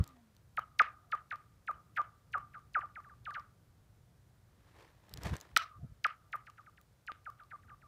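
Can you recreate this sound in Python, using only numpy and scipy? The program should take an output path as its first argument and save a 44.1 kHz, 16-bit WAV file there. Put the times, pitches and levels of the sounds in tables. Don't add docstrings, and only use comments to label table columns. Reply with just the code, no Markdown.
import sys
import numpy as np
from scipy import signal
from scipy.fft import rfft, irfft, next_fast_len
from scipy.io import wavfile
from scipy.ndimage import uniform_filter1d, map_coordinates

SR = 44100
rng = np.random.default_rng(int(sys.argv[2]) if len(sys.argv) > 2 else 0)


def to_wav(s):
    ch = np.atleast_2d(s).T
    pcm = np.round(np.clip(ch, -1, 1) * 32767)
    wavfile.write(sys.argv[1], SR, pcm.astype(np.int16))


N = 347067
SOUND_SPEED = 343
TOP_HZ = 15600

# time the click is heard in seconds,
# note level in dB, hardness in dB per octave, click level in dB before its trim, click tilt in dB per octave.
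BOUNCE_HITS = [(-0.072, -32.5, 3, -32, 0), (0.5936, -28, -6.5, -36, 2), (0.8194, -21, 2, -28, -14),
               (1.1505, -35, -1.5, -60, 0), (1.153, -37.5, 1, -45, 4), (1.343, -40, -1.5, -54, 0),
               (1.3586, -44, 0, -46, -4), (1.7134, -33, -8.5, -49, 0), (2.003, -38.5, -9, -58, 0),
               (2.009, -39, -5.5, -65, 0), (2.0165, -31.5, -3.5, -42, -8), (2.3767, -33, -7, -53, 0),
               (2.3821, -36, -6.5, -44, 3), (2.5816, -52, -6, -60, 0), (2.593, -53, -5, -58, 0),
               (2.793, -31, -5.5, -49, -6), (2.8588, -41.5, -8, -60, -2), (3.004, -47, -3, -58, 0),
               (3.089, -56, -9, -61, 0), (3.139, -56.5, -10, -65, 0), (3.3075, -42.5, -1, -44, -5),
               (3.3534, -51, -2, -56, 0), (3.397, -44.5, 2, -47, -4), (3.406, -47, 2, -62, 0),
               (5.5718, -30, 12, -17, -3), (5.5737, -24.5, 11, -8, -4), (6.0671, -28, 4, -31, -3),
               (6.3576, -37.5, -2, -41, 10), (6.3637, -48, 3, -47, 8), (6.5001, -56.5, 2.5, -44, 0),
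               (6.506, -58, 3, -56, 0), (6.608, -57, -7, -60, -5), (6.616, -57, -2, -62, -5),
               (6.698, -59, -1.5, -59, 0), (6.8139, -67, 5, -44, 9), (7.119, -43, 2.5, -30, -13),
               (7.3015, -45.5, -7, -42, 6), (7.436, -55.5, -9, -55, 0), (7.451, -63, -2, -66, 0),
               (7.554, -51.5, -9, -66, 0), (7.561, -50, -5.5, -58, 0), (7.678, -71, 4, -68, 0),
               (7.724, -59, -12, -70, 0), (7.746, -55, -4.5, -65, 0), (7.868, -60.5, -3.5, -63, 0)]


def stones(click_trim_db=-2, lead_db=-14, lead_share=0.14, tilt_hz=6500, wet_slope=.1):
    # frequency in Hz, relative level in dB.
    crack_colour = [(300, -12), (1500, -3), (3000, -1), (5200, 1.5), (8000, -11), (11000, -8), (15000, -12)]
    lead_colour = [(1500, -20), (4000, -6), (7000, 0), (11000, -5), (15000, -8)]  # Hz, relative dB
    out = np.zeros(N)
    for s, note_db, hardness, click_db, tilt in BOUNCE_HITS:
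        hit = np.zeros(SR // 6)
        metres = distance(s)
        flight = metres / SOUND_SPEED
        add(hit, 0, amp(note_db) * pew(metres, hardness))
        lead = snap(lead_colour, t60=0.0077)
        add(hit, lead_share * flight, amp((note_db + click_db) / 2 + lead_db) * lead)
        colour = [(hz, level + tilt * np.clip(np.log2(hz / tilt_hz), -.5, 1)) for hz, level in crack_colour]
        add(hit, flight, amp(click_db + click_trim_db) * snap(colour, t60=.0026))
        wet = (metres / 12) ** wet_slope
        add(out, s - flight, hit)
        add(out, s - flight, wet * signal.fftconvolve(hit, surroundings()))
    return out


def pew(metres, hardness, note_hz=1230, flatten_hz_per_m=3, scatter_hz=8, knee=.455, contact_hz=6000,
        uneven_db=1.7, leak_db=-1.3, leak_db_per_m=.05):
    # frequency in Hz, relative level in dB.
    radiation = [(1220, 1), (1300, 2.5), (1500, 3.5), (1750, 2), (2100, -1.2), (2600, -3.5), (2950, -9),
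                 (4500, -18), (6800, -30), (9000, -47), (15000, -53.5)]
    # frequency in Hz, level in dB before its trim.
    leak = [(250, -49), (400, -31), (600, -16), (900, -8), (1150, -22), (1400, -48.5)]
    flight = metres / SOUND_SPEED
    t = np.arange(int(1.5 * flight * SR)) / SR
    u = np.maximum(t / flight, .08)
    note = note_hz - flatten_hz_per_m * metres + scatter_hz * rng.standard_normal()
    free = note * (knee / u) ** 2
    hz = (free ** 2.5 + note ** 2.5) ** (1 / 2.5)

    jagged = map_coordinates(rng.standard_normal(40), [hz / 450], mode="mirror")
    ripple_db = 4.5 * jagged * np.sqrt(1 - note / hz)
    hardness_db = hardness * np.log2(np.minimum(hz, contact_hz) / note)
    level_db = along(radiation, hz) + hardness_db + ripple_db + uneven_db * wobble(280, len(t))
    held = np.clip((flight - t) / 0.00047, 0, 1) * (hz < TOP_HZ)
    sweep = amp(level_db) * held * np.sin(2 * np.pi * np.cumsum(hz) / SR)

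    slow_hz = note * (.52 / u) ** 2
    fade = np.clip((t[-1] - t) / (0.48 * flight), 0, 1)
    slow_gain = amp(along(leak, slow_hz) + leak_db + leak_db_per_m * metres) * fade
    return sweep + slow_gain * np.sin(2 * np.pi * np.cumsum(slow_hz) / SR)


def distance(s):
    # time it leaves the hand in seconds, distance where it would stop in metres,
    # slowing time in seconds.
    throws = [(-0.24, 29.5, 1.99), (5.38, 33.5, 1.78)]
    thrown, reach, slowing = throws[int(s > throws[1][0])]
    return reach * (1 - np.exp(-(s - thrown) / slowing))


def surroundings(close_db=-19, close_t60=0.061, bank_db=-19, bank_rise=0.017, bank_t60=.19,
                 ring_db=-20, ring_rise=.025, ring_t60=.3, far_db=-31, far_t60=1.2, grain_db=7):
    # frequency in Hz, gain in dB.
    bank_colour = [(200, -9), (700, -2.5), (1000, 3.5), (1200, 1), (1500, 2), (2200, 5.5), (3200, 4.5),
                   (6000, -0.5), (8500, -7), (14000, -10)]
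    # frequency in Hz, gain in dB.
    sheet_colour = [(200, -11.5), (450, -1), (700, 5.5), (950, -2), (1130, -3), (1270, -2), (1450, -4.5),
                    (2000, -16.5), (5000, -42.5)]
    t = np.arange(SR * 3 // 4) / SR
    lumps = amp(3 * wobble(300, len(t)) + 2.5 * wobble(30, len(t)))

    def tail(db, rise, t60):
        shape = (1 - np.exp(-t / rise)) ** 2 * amp(-60 * t / t60) * lumps
        facets = unit(rng.standard_normal(len(t)) * amp(grain_db * rng.standard_normal(len(t))))
        return amp(db) * facets * shape / np.linalg.norm(shape)

    scatter = tail(close_db, .001, close_t60) + tail(bank_db, bank_rise, bank_t60)
    ring = tail(ring_db, ring_rise, ring_t60) + tail(far_db, ring_rise, far_t60)
    scattered = filtered(scatter, lambda hz: amp(along(bank_colour, hz)))
    return scattered + filtered(ring, lambda hz: amp(along(sheet_colour, hz)))


def returns(loss_db=6.3, near_m=3.4, blur=.7, groan_blur=.15):
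    # delay after the click in seconds, length in seconds,
    # first Hz, last Hz, level in dB over the note.
    shore_paths = [(0.004, 0.034, 1620, 1340, -20), (0.015, 0.029, 3130, 2930, -27),
                   (0.024, 0.032, 1420, 1215, -11), (0.052, 0.043, 1350, 1215, -24),
                   (0.083, 0.145, 1330, 1185, -33.5), (0.206, 0.096, 743, 687, -43)]
    # start in seconds, length in seconds,
    # first Hz, last Hz, level in dB.
    groan = (0.0, 0.37, 305, 205, -64)
    out = np.zeros(N)
    for s, note_db, *_ in BOUNCE_HITS:
        sent_db = note_db - loss_db * np.log2(distance(s) / near_m)
        for delay, length, first_hz, last_hz, path_db in shore_paths:
            add(out, s + delay, amp(sent_db + path_db) * glide(length, first_hz, last_hz, blur))
    s, length, first_hz, last_hz, db = groan
    add(out, s, amp(db) * glide(length, first_hz, last_hz, groan_blur, bend=1.5))
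    return out


def glide(length, first_hz, last_hz, blur, bend=2.1):
    u = np.linspace(0, 1, int(length * SR))
    hz = last_hz + (first_hz - last_hz) * (1 - u) ** bend
    paths = 1 + blur * (wobble(first_hz / 5, len(u)) + 1j * wobble(first_hz / 5, len(u)))
    turns = rng.random() + np.cumsum(hz) / SR
    return np.sin(np.pi * u) * np.real(paths * np.exp(2j * np.pi * turns))


def jacket(swish_trim_db=1, crinkle_db=3.8, tick_trim_db=-1.5):
    # frequency in Hz, relative level in dB per Hz.
    cloth_colour = [(180, -37), (300, -1.5), (550, -5.5), (1040, -5), (1440, -10), (1760, -6.5),
                    (2730, -16), (3330, -15.5), (15000, -36)]
    # fastest moment in seconds, swish level in dB before its trim,
    # rise in dB per second, fall in dB per second.
    swings = [(0.0, -64.5, 100, 65), (4.82, -60.5, 75, 125), (5.3, -55, 68, 72), (5.277, -42.5, 260, 450),
              (5.34, -48, 600, 380)]
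    # start in seconds, peak in dB before its trim.
    ticks = [(0.0408, -37), (0.0772, -39), (0.0904, -49), (0.3501, -56), (0.3661, -49), (5.0943, -45),
             (5.1387, -27), (5.1741, -32), (5.2345, -30), (5.3667, -32), (5.4024, -39), (5.4116, -34)]
    # frequency in Hz, relative level in dB per Hz.
    tick_colour = [(880, -44), (1500, -19.5), (3120, -1.5), (5450, 1), (8250, -2), (9630, -13), (13900, -6),
                   (15000, -7.5)]
    power = sum(swell(s, db + swish_trim_db, rise, fall) ** 2 for s, db, rise, fall in swings)
    crinkled = unit(noise(cloth_colour, N) * amp(crinkle_db * wobble(250, N)))
    out = np.sqrt(power) * crinkled
    for s, db in ticks:
        add(out, s, amp(db + tick_trim_db) * snap(tick_colour, t60=0.0055))
    return out


def air(hiss_db=-76, flutter_db=1.4, puff_rise_db_per_s=480, puff_fall_db_per_s=850):
    # frequency in Hz, relative level in dB per Hz.
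    country_colour = [(15, -49.5), (25, -18), (56, -3), (115, 0.5), (233, -16.5), (297, -19), (378, -22.5),
                      (552, -26), (741, -29.5), (826, -31.5), (1410, -33), (1950, -36.5), (2770, -41),
                      (3720, -40.5), (15500, -46.5)]
    # time in seconds, rumble level in dB.
    breeze = [(0.0, -66.5), (1.4, -66), (2.5, -63.5), (4.5, -65.5), (6.2, -68.5), (7.3, -67.5),
              (7.87, -63.5)]
    # time of the peak in seconds, peak level in dB.
    puffs = [(0.008, -23.5), (5.145, -50), (5.186, -45), (5.266, -35), (5.331, -29.5), (5.548, -53),
             (5.788, -51), (5.846, -39), (5.921, -49)]
    # frequency in Hz, relative level in dB per Hz.
    buffet_colour = [(20, -37), (40, -5), (65, 7), (90, 5), (130, -0.5), (200, -9), (320, -21.5),
                     (600, -34), (1300, -120)]
    rumble, hiss = split(noise(country_colour, N), edge_hz=494)
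    strength_db = np.interp(np.arange(N) / SR, *np.transpose(breeze))
    bed = amp(strength_db + flutter_db * wobble(9.8, N)) * unit(rumble) + amp(hiss_db) * unit(hiss)
    push = sum(swell(s, db, puff_rise_db_per_s, puff_fall_db_per_s) for s, db in puffs)
    eddies = noise(buffet_colour, N)
    even = eddies / np.sqrt(np.abs(uniform_filter1d(eddies ** 2, size=900)))
    return bed + push * even


def swell(s, db, rise, fall):
    t = np.arange(N) / SR - s
    return amp(db - np.maximum(-rise * t, fall * t))


def snap(colour, t60):
    t = np.arange(SR // 50) / SR
    x = noise(colour, len(t)) * amp(-60 * t / t60)
    return x / np.abs(x).max()


def noise(colour, count):
    return unit(filtered(rng.standard_normal(count), lambda hz: amp(along(colour, hz))))


def wobble(rate, count):
    knots = rng.standard_normal(4096)
    return np.interp(np.arange(count) * rate / SR, np.arange(len(knots)), knots)


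def filtered(x, gain):
    m = next_fast_len(len(x) + 2048)
    return irfft(rfft(x, m) * gain(np.fft.rfftfreq(m, 1 / SR)), m)[:len(x)]


def split(x, edge_hz):
    low = filtered(x, lambda hz: 1 / (1 + (hz / edge_hz) ** 4))
    return low, x - low


def along(points, hz):
    f, v = np.transpose(points)
    return np.interp(np.log(hz + 1), np.log(f + 1), v)


def amp(db):
    return 10 ** (np.asarray(db) / 20)


def unit(x):
    return x / np.sqrt(np.mean(x ** 2) + 1e-20)


def add(track, s, x):
    start = round(s * SR)
    x = x[max(-start, 0):]
    part = track[max(start, 0):][:len(x)]
    part += x[:len(part)]


def scene():
    return (stones() + returns() + jacket() + air())[None]


def record(dry):
    return np.array([filtered(x, lambda hz: hz < TOP_HZ) for x in dry])


dry = scene()
out = record(dry)
to_wav(out)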